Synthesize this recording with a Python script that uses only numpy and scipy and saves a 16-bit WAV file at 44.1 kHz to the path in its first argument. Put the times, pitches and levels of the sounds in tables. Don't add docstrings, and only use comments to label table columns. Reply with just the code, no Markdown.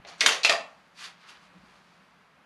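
import sys
import numpy as np
from scipy import signal
from scipy.fft import rfft, irfft
from scipy.io import wavfile
from scipy.ndimage import uniform_filter1d

SR = 44100
rng = np.random.default_rng(int(sys.argv[2]) if len(sys.argv) > 2 else 0)


def int16_out(signal):
    q = np.round(np.clip(np.atleast_2d(signal).T, -1, 1) * 32767)
    wavfile.write(sys.argv[1], SR, q.astype(np.int16))


def invert_db(x):
    u = np.asarray(x, float) / 20
    return 10 ** u


N = 108045
T = np.arange(N) / SR
RING_N = 8192


def curve(x, table, col=1):
    table = np.array(table, float)
    return np.interp(x, table[:, 0], table[:, col])


def colour(x, points):
    p = np.array(points, float)
    hz = np.maximum(np.arange(1025) * SR / 2048, 10)
    log_gain = np.interp(np.log(hz), np.log(p[:, 0]), p[:, 1]) * np.log(10) / 20
    cepstrum = irfft(log_gain)
    cepstrum[1:1024] *= 2
    cepstrum[1025:] = 0
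    return signal.fftconvolve(x, irfft(np.exp(rfft(cepstrum))))[:len(x)]


def unit(x):
    return x / np.sqrt(np.mean(x ** 2))


def walk(rate_hz):
    k = max(int(SR / rate_hz), 1)
    steps = np.repeat(rng.standard_normal(N // k + 1), k)[:N]
    return unit(uniform_filter1d(steps, k))


def wander(hz, width_hz, level_db):
    peak = signal.iirpeak(hz, hz / width_hz / 1.8, SR)
    return invert_db(level_db) * unit(signal.filtfilt(*peak, rng.standard_normal(N)))


def even(x, size):
    s = rfft(x)
    return irfft(s / uniform_filter1d(np.abs(s), size=size))


def ring(modes, gain_db, detune, rise_s):
    m, t = np.array(modes, float), T[:RING_N, None]
    tones = invert_db(m[:, 1] + gain_db) * np.sin(2 * np.pi * m[:, 0] * detune * t)
    decays = 1000. ** (-t / m[:, 2])
    return (tones * decays).sum(axis=1) * (1 - np.exp(-t[:, 0] / rise_s))


# pitch_hz, t60_s, level_db
ROOM_BANDS = [(149, 0.18, 0.5), (400, 0.2, 3), (650, 0.47, 4), (1050, 0.47, -1), (1500, .3, -1.5),
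              (2000, 0.35, 0), (4500, 0.28, -3.5), (8000, 0.27, 0), (13000, 0.18, 7)]


def room(x):
    length, first_wall_s, build_s, early_s, curtain_s = 24000, 0.00091, 0.0048, 0.05, 0.53
    bands, t = np.array(ROOM_BANDS), T[:length]
    log_hz = np.log(np.maximum(np.fft.rfftfreq(length, 1 / SR), 1))
    uneven_db = 10.0 * np.exp(-t / 0.031) * rng.standard_normal(length)
    scatter = rng.standard_normal(length) * invert_db(uneven_db)
    onset = 1 - np.exp(-np.maximum(t - first_wall_s, 0) / build_s)
    early = np.exp(-t / early_s) + 0.022
    spectrum = rfft(even(scatter * onset * early, size=41) / early)
    tail = np.zeros(length)
    for (_, t60_s, level_db), share in zip(bands, np.eye(len(bands))):
        band = irfft(spectrum * np.interp(log_hz, np.log(bands[:, 0]), share))
        tail += invert_db(level_db) * band * 1000. ** (-t / t60_s)
    tail *= np.sqrt(onset) * np.exp(-(t / curtain_s) ** 2)
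    return signal.fftconvolve(x, tail / np.sqrt(np.sum(tail ** 2)))[:N]


# time_s, level_db
SWELL = [(0, -0.5), (.85, -2.5), (1.2, -4), (1.6, 0.5), (2.0, -2.5)]


def rumble(width_hz, level_db):
    return wander(62.4, width_hz, level_db)


# pitch_hz, level_db
AIR = [(30, -46.5), (100, -18.5), (170, -7), (350, -13), (1200, -6.5), (2500, -14), (6000, -32),
       (14000, -40.5)]


def air():
    air_db, flicker_db, hum_waver_db = -60.5, 0.7, 1
    hum = wander(178, 34, -69) * invert_db(hum_waver_db * walk(42))
    breath = unit(colour(rng.standard_normal(N), AIR)) * invert_db(air_db + flicker_db * walk(12))
    return (breath + hum) * invert_db(curve(T, SWELL))


# centre_s, length_s, level_db, pitch_hz
CREAKS = [
    (1.571, 0.039, -51, 178),
    (1.64, 0.01, -53.5, 227),
    (1.682, .03, -61.5, 168.5),
    (1.794, 0.055, -62.5, 195),
    (1.88, 0.065, -66, 178),
    (1.568, .04, -63, 304),
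    (1.683, 0.073, -70, 376),
]


def creaks():
    wobble_s = np.cumsum(0.012 * walk(58.6)) / SR
    out = np.zeros(N)
    for centre_s, length_s, level_db, pitch_hz in CREAKS:
        swell = np.exp(-((T - centre_s) / length_s * 2) ** 2)
        out += invert_db(level_db) * swell * np.sin(2 * np.pi * pitch_hz * (T + wobble_s))
    return out


# time_s, level_db, brightness_db (twice this raises the band above 2.5 kHz and lowers
RUB = [(.04, -84, -8), (.075, -60, -4.5), (.1, -49.5, 0), (.16, -67.5, -6), (.3, -72.5, 8.5),
       (.93, -81.5, 5), (.995, -51, 3), (1.055, -44.5, 1.5), (1.11, -56, -1.5), (1.16, -72.5, -5.5),
       (1.21, -60.5, -1.5), (1.26, -61.5, -3), (1.295, -50.5, 1.5), (1.36, -61, -3.5), (1.45, -68, 3),
       (1.5, -75.5, 2), (1.72, -68, 2), (1.98, -73.5, 2)]
# pitch_hz, level_db
CLOTH = [(180, -58), (300, -15.5), (867, -8), (1090, 1), (4540, -5), (7000, -12.5), (11000, -22),
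         (14000, -33.5)]


def rub():
    grit_db, fade_db_per_s, pivot_hz = -1.5, 15.5, 2500
    weave_hz, weave_width_hz, weave_db = 4680, 240, -2
    grains = rng.standard_normal(N) * invert_db(grit_db * walk(1100) + 0.6 * walk(40))
    fibres = unit(colour(grains, CLOTH))
    weave = signal.lfilter(*signal.iirpeak(weave_hz, weave_hz / weave_width_hz, SR), fibres)
    fibres = fibres + invert_db(weave_db) * weave
    low = signal.lfilter(*signal.butter(1, pivot_hz, fs=SR), fibres)
    high = fibres - low
    tilt_db = 2 * curve(T, RUB, col=2)
    fade_db = -fade_db_per_s * np.maximum(T - RUB[-1][0], 0)
    return (low * invert_db(-tilt_db) + high * invert_db(tilt_db)) * invert_db(curve(T, RUB) + fade_db)


RISE_S, STOCK_RISE_S = 0.00036, 0.0014

# time_s, level_db
SLIDE = [
    (.05, -84.5),
    (.075, -52),
    (.095, -57.5),
    (.175, -66),
    (.2, -49.5),
    (.23, -39),
    (.26, -36.5),
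    (.33, -30.5),
    (.43, -71.5),
]
# pitch_hz, level_db, t60_s
STEEL = [(1350, 3.5, 0.01), (1700, 2.5, 0.009), (2028, 2, 0.02), (2300, 1.5, 0.029), (2750, 0.5, 0.02),
         (3060, 6.5, 0.026), (3600, 6, 0.025), (4120, 3.5, .03), (4618, 1, 0.03), (4783, 9.5, 0.022),
         (5600, 6.5, 0.015), (6200, 8, .015), (6930, 3, 0.018), (9250, -9.5, 0.03)]
# pitch_hz, level_db, t60_s
STOCK = [(180, -11, 0.085), (285, -10, 0.092), (358, -12.5, .04), (465.5, 0, 0.051), (600, 0.5, 0.032),
         (677, 1.5, 0.045), (791, 1.5, .04), (1134, -3, 0.017)]
# pitch_hz, level_db
CRACK = [(120, -33), (300, -20), (800, -4), (1400, 2.5), (3500, 2), (7000, -3), (11200, -15), (14000, -24)]


def slide():
    ticks_per_s, grit_db = 3000, 2
    ticks = (rng.random(N) < ticks_per_s / SR) * rng.choice([-1, 1], N)
    ticks = ticks * invert_db(grit_db * rng.exponential(size=N))
    steel = ring(STEEL, 3, 0.95, RISE_S) * np.exp(-T[:RING_N] / 0.0006)
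    stock = ring(STOCK[3:], 0, 0.98, STOCK_RISE_S)
    ringing = unit(signal.fftconvolve(ticks, steel + invert_db(-15.5) * stock)[:N])
    scrape = unit(colour(ticks, CRACK))
    moving = (T > SLIDE[0][0]) & (T < SLIDE[-1][0])
    return unit(invert_db(-3.0) * ringing + invert_db(-2.5) * scrape) * invert_db(curve(T, SLIDE)) * moving


def near_db(modes, hz, octaves):
    return -3 * (np.log2(np.array(modes)[:, 0] / hz) / octaves) ** 2


def contact_crack(bright_hz, softness_db):
    crack_s, focus_db, focus_db_per_db = 0.0036, 3.5, 0.5
    t = T[:RING_N]
    burst = rng.standard_normal(RING_N) * np.exp(-t / crack_s) * (1 - np.exp(-t / RISE_S))
    burst = even(burst, size=15) * np.exp(-t / crack_s / 4)
    skirt_db = -focus_db - focus_db_per_db * softness_db
    focus = [(bright_hz / 6, 2.5 * skirt_db), (bright_hz / 2, skirt_db), (bright_hz, 0),
             (bright_hz * 2, 0.55 * skirt_db), (bright_hz * 6, 2.95 * skirt_db)]
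    crack = colour(colour(burst, CRACK), focus)
    return 2 * crack / np.abs(crack).max()


# start_s, level_db, bright_hz, thump_db, thump_hz
KNOCKS = [(0.0488, -44, 2140, -2, 760), (.066, -55.5, 1040, 8, 700), (.0868, -46.5, 4580, -5.5, 700),
          (.207, -16, 4690, -26.5, 460), (.2125, -20, 2300, -16, 460), (0.261, -8, 3060, -27, 450),
          (.2645, -15, 3730, -18, 330), (0.284, -26.5, 1490, -4.5, 460), (0.29, -25, 2830, -12.5, 306),
          (0.4338, -23.5, 4800, -23, 670), (0.4394, -24, 4570, -14.5, 700),
          (.4475, -13.5, 2830, -11.5, 690), (.4535, -19.5, 2830, -28, 600), (0.471, -29.5, 2500, -28, 670),
          (0.4949, -13.5, 1900, -9.5, 650), (0.4963, -20.5, 4900, -8.5, 270), (.518, -23.5, 1260, -7, 640),
          (0.237, -40.5, 930, 12, 450), (0.599, -50, 690, 14, 285), (.093, -61, 890, -5.5, 660),
          (0.0758, -51.5, 5440, -21, 700), (0.197, -52, 5230, -19.5, 693), (.209, -23, 2550, -19, 463),
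          (0.2623, -19, 1820, -24.5, 460), (.181, -60, 8500, -19.5, 700), (0.2171, -25.5, 2100, -17, 460),
          (.2285, -31.5, 4830, -20.5, 460), (0.2698, -20.5, 3360, -20.5, 460),
          (.2755, -30.5, 9620, -26, 460), (0.2961, -26, 3000, -16, 460), (0.4323, -27.5, 4800, -32, 670),
          (0.4502, -25, 5000, -26.5, 690), (.458, -27, 3700, -16, 690), (.464, -28.5, 2580, -16, 690),
          (.479, -32, 3280, -16, 690), (.49, -28.5, 2500, -11, 690), (.5025, -25, 4230, -7, 640),
          (0.5063, -30.5, 1330, -9, 640), (.524, -26.5, 4970, -12, 640), (.537, -33.5, 1200, -2, 640)]
# pitch_hz, level_db, t60_s
STEEL_HOME = [(1208, -0.5, .02), (1370, 5.5, .015), (1722, 4.5, 0.015), (2100, -1.5, 0.03),
              (2502, 7.5, 0.04), (2690, 9, 0.026), (3000, 2.5, 0.02), (3313, 2, 0.03), (3700, 3.5, .025),
              (4114, 5.5, 0.033), (4390, 4, 0.03), (4920, 10, 0.034), (5660, -17, 0.018),
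              (6960, -8.5, 0.034)]


def knocks():
    home_s, hard_knock_db = 0.4, -13
    steel_db, crack_db, scatter_db, detune = -13.5, -1.5, 2, 0.012
    steel_octaves, thump_octaves = 0.9, 0.4
    tip_db, tip_t60_s, tip_rise_s, tip_db_per_db = -0.5, 0.014, 0.00048, 0.505
    out = np.zeros((3, N + RING_N))
    for k, (start_s, level_db, bright_hz, thump_db, thump_hz) in enumerate(KNOCKS):
        modes = STEEL if start_s < home_s else STEEL_HOME
        steel_gain_db = near_db(modes, bright_hz, steel_octaves) + scatter_db * rng.standard_normal(len(modes))
        steel = ring(modes, steel_gain_db, 1 + detune * rng.standard_normal(len(modes)), RISE_S)
        crack = contact_crack(bright_hz, hard_knock_db - level_db)
        tip_gain_db = tip_db_per_db * (hard_knock_db - max(level_db, 2 * hard_knock_db))
        tip = ring([(bright_hz, tip_db, tip_t60_s)], tip_gain_db, 0.94, tip_rise_s)
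        stock_gain_db = thump_db + near_db(STOCK, thump_hz, thump_octaves)
        stock_gain_db = stock_gain_db + scatter_db * rng.standard_normal(len(STOCK))
        stock = ring(STOCK, stock_gain_db, 1 + detune * rng.standard_normal(len(STOCK)), STOCK_RISE_S)
        knock = invert_db(steel_db) * steel + invert_db(crack_db) * crack + tip + stock
        i = int(start_s * SR)
        out[k % 3, i:i + RING_N] += invert_db(level_db) * knock
    return out[:, :N]


# pitch_hz, level_db
SIDE = [(30, -14), (100, -12), (200, -24), (1000, -28), (3000, -31), (6000, -23), (10000, -14), (13000, 0)]


def scene():
    low_cut = signal.butter(3, 150, "high", fs=SR, output="sos")
    spots = signal.sosfilt(low_cut, [*knocks(), slide()])
    rifle = spots.sum(axis=0)
    cloth = rub()
    room_db, rub_wet_db, rumble_db = 1.5, -7, -77
    wet = sum(room(spot) for spot in spots) + room(invert_db(rub_wet_db) * cloth)
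    mid = rifle + cloth + invert_db(room_db) * wet + creaks() + air()
    mid = mid + rumble(25, rumble_db) * invert_db(2.8 * curve(T, SWELL))
    side_room_db, side_air_db, side_rumble_db = -1, -8, -9
    diffuse = invert_db(side_room_db) * room(rifle) + invert_db(side_air_db) * air()
    side = colour(diffuse, SIDE) + rumble(41, rumble_db + side_rumble_db)
    return np.array([mid + side, mid - side])


def band_limit(x):
    return signal.sosfilt(signal.butter(12, 14380, fs=SR, output="sos"), x)


# pitch_hz, level_db
MIC = [(3900, 2), (4650, 0.5), (5300, 0.5), (5900, 1), (7000, 0.5), (7500, -1.5), (11300, 0.5), (12200, -9)]


def record(dry):
    ceiling, top_hz, hiss_db, hiss_hz = 1.3, 13600, -81.5, 9000
    heard = np.array([colour(channel, MIC) for channel in dry])
    rounded = ceiling * np.tanh(heard / ceiling)
    top_cut = signal.ellip(8, 0.2, 60, top_hz, fs=SR, output="sos")
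    hiss = signal.lfilter(*signal.butter(2, hiss_hz, "high", fs=SR), rng.standard_normal(dry.shape))
    return band_limit(signal.sosfilt(top_cut, rounded) + invert_db(hiss_db) * hiss)


dry = scene()
out = record(dry)
int16_out(out)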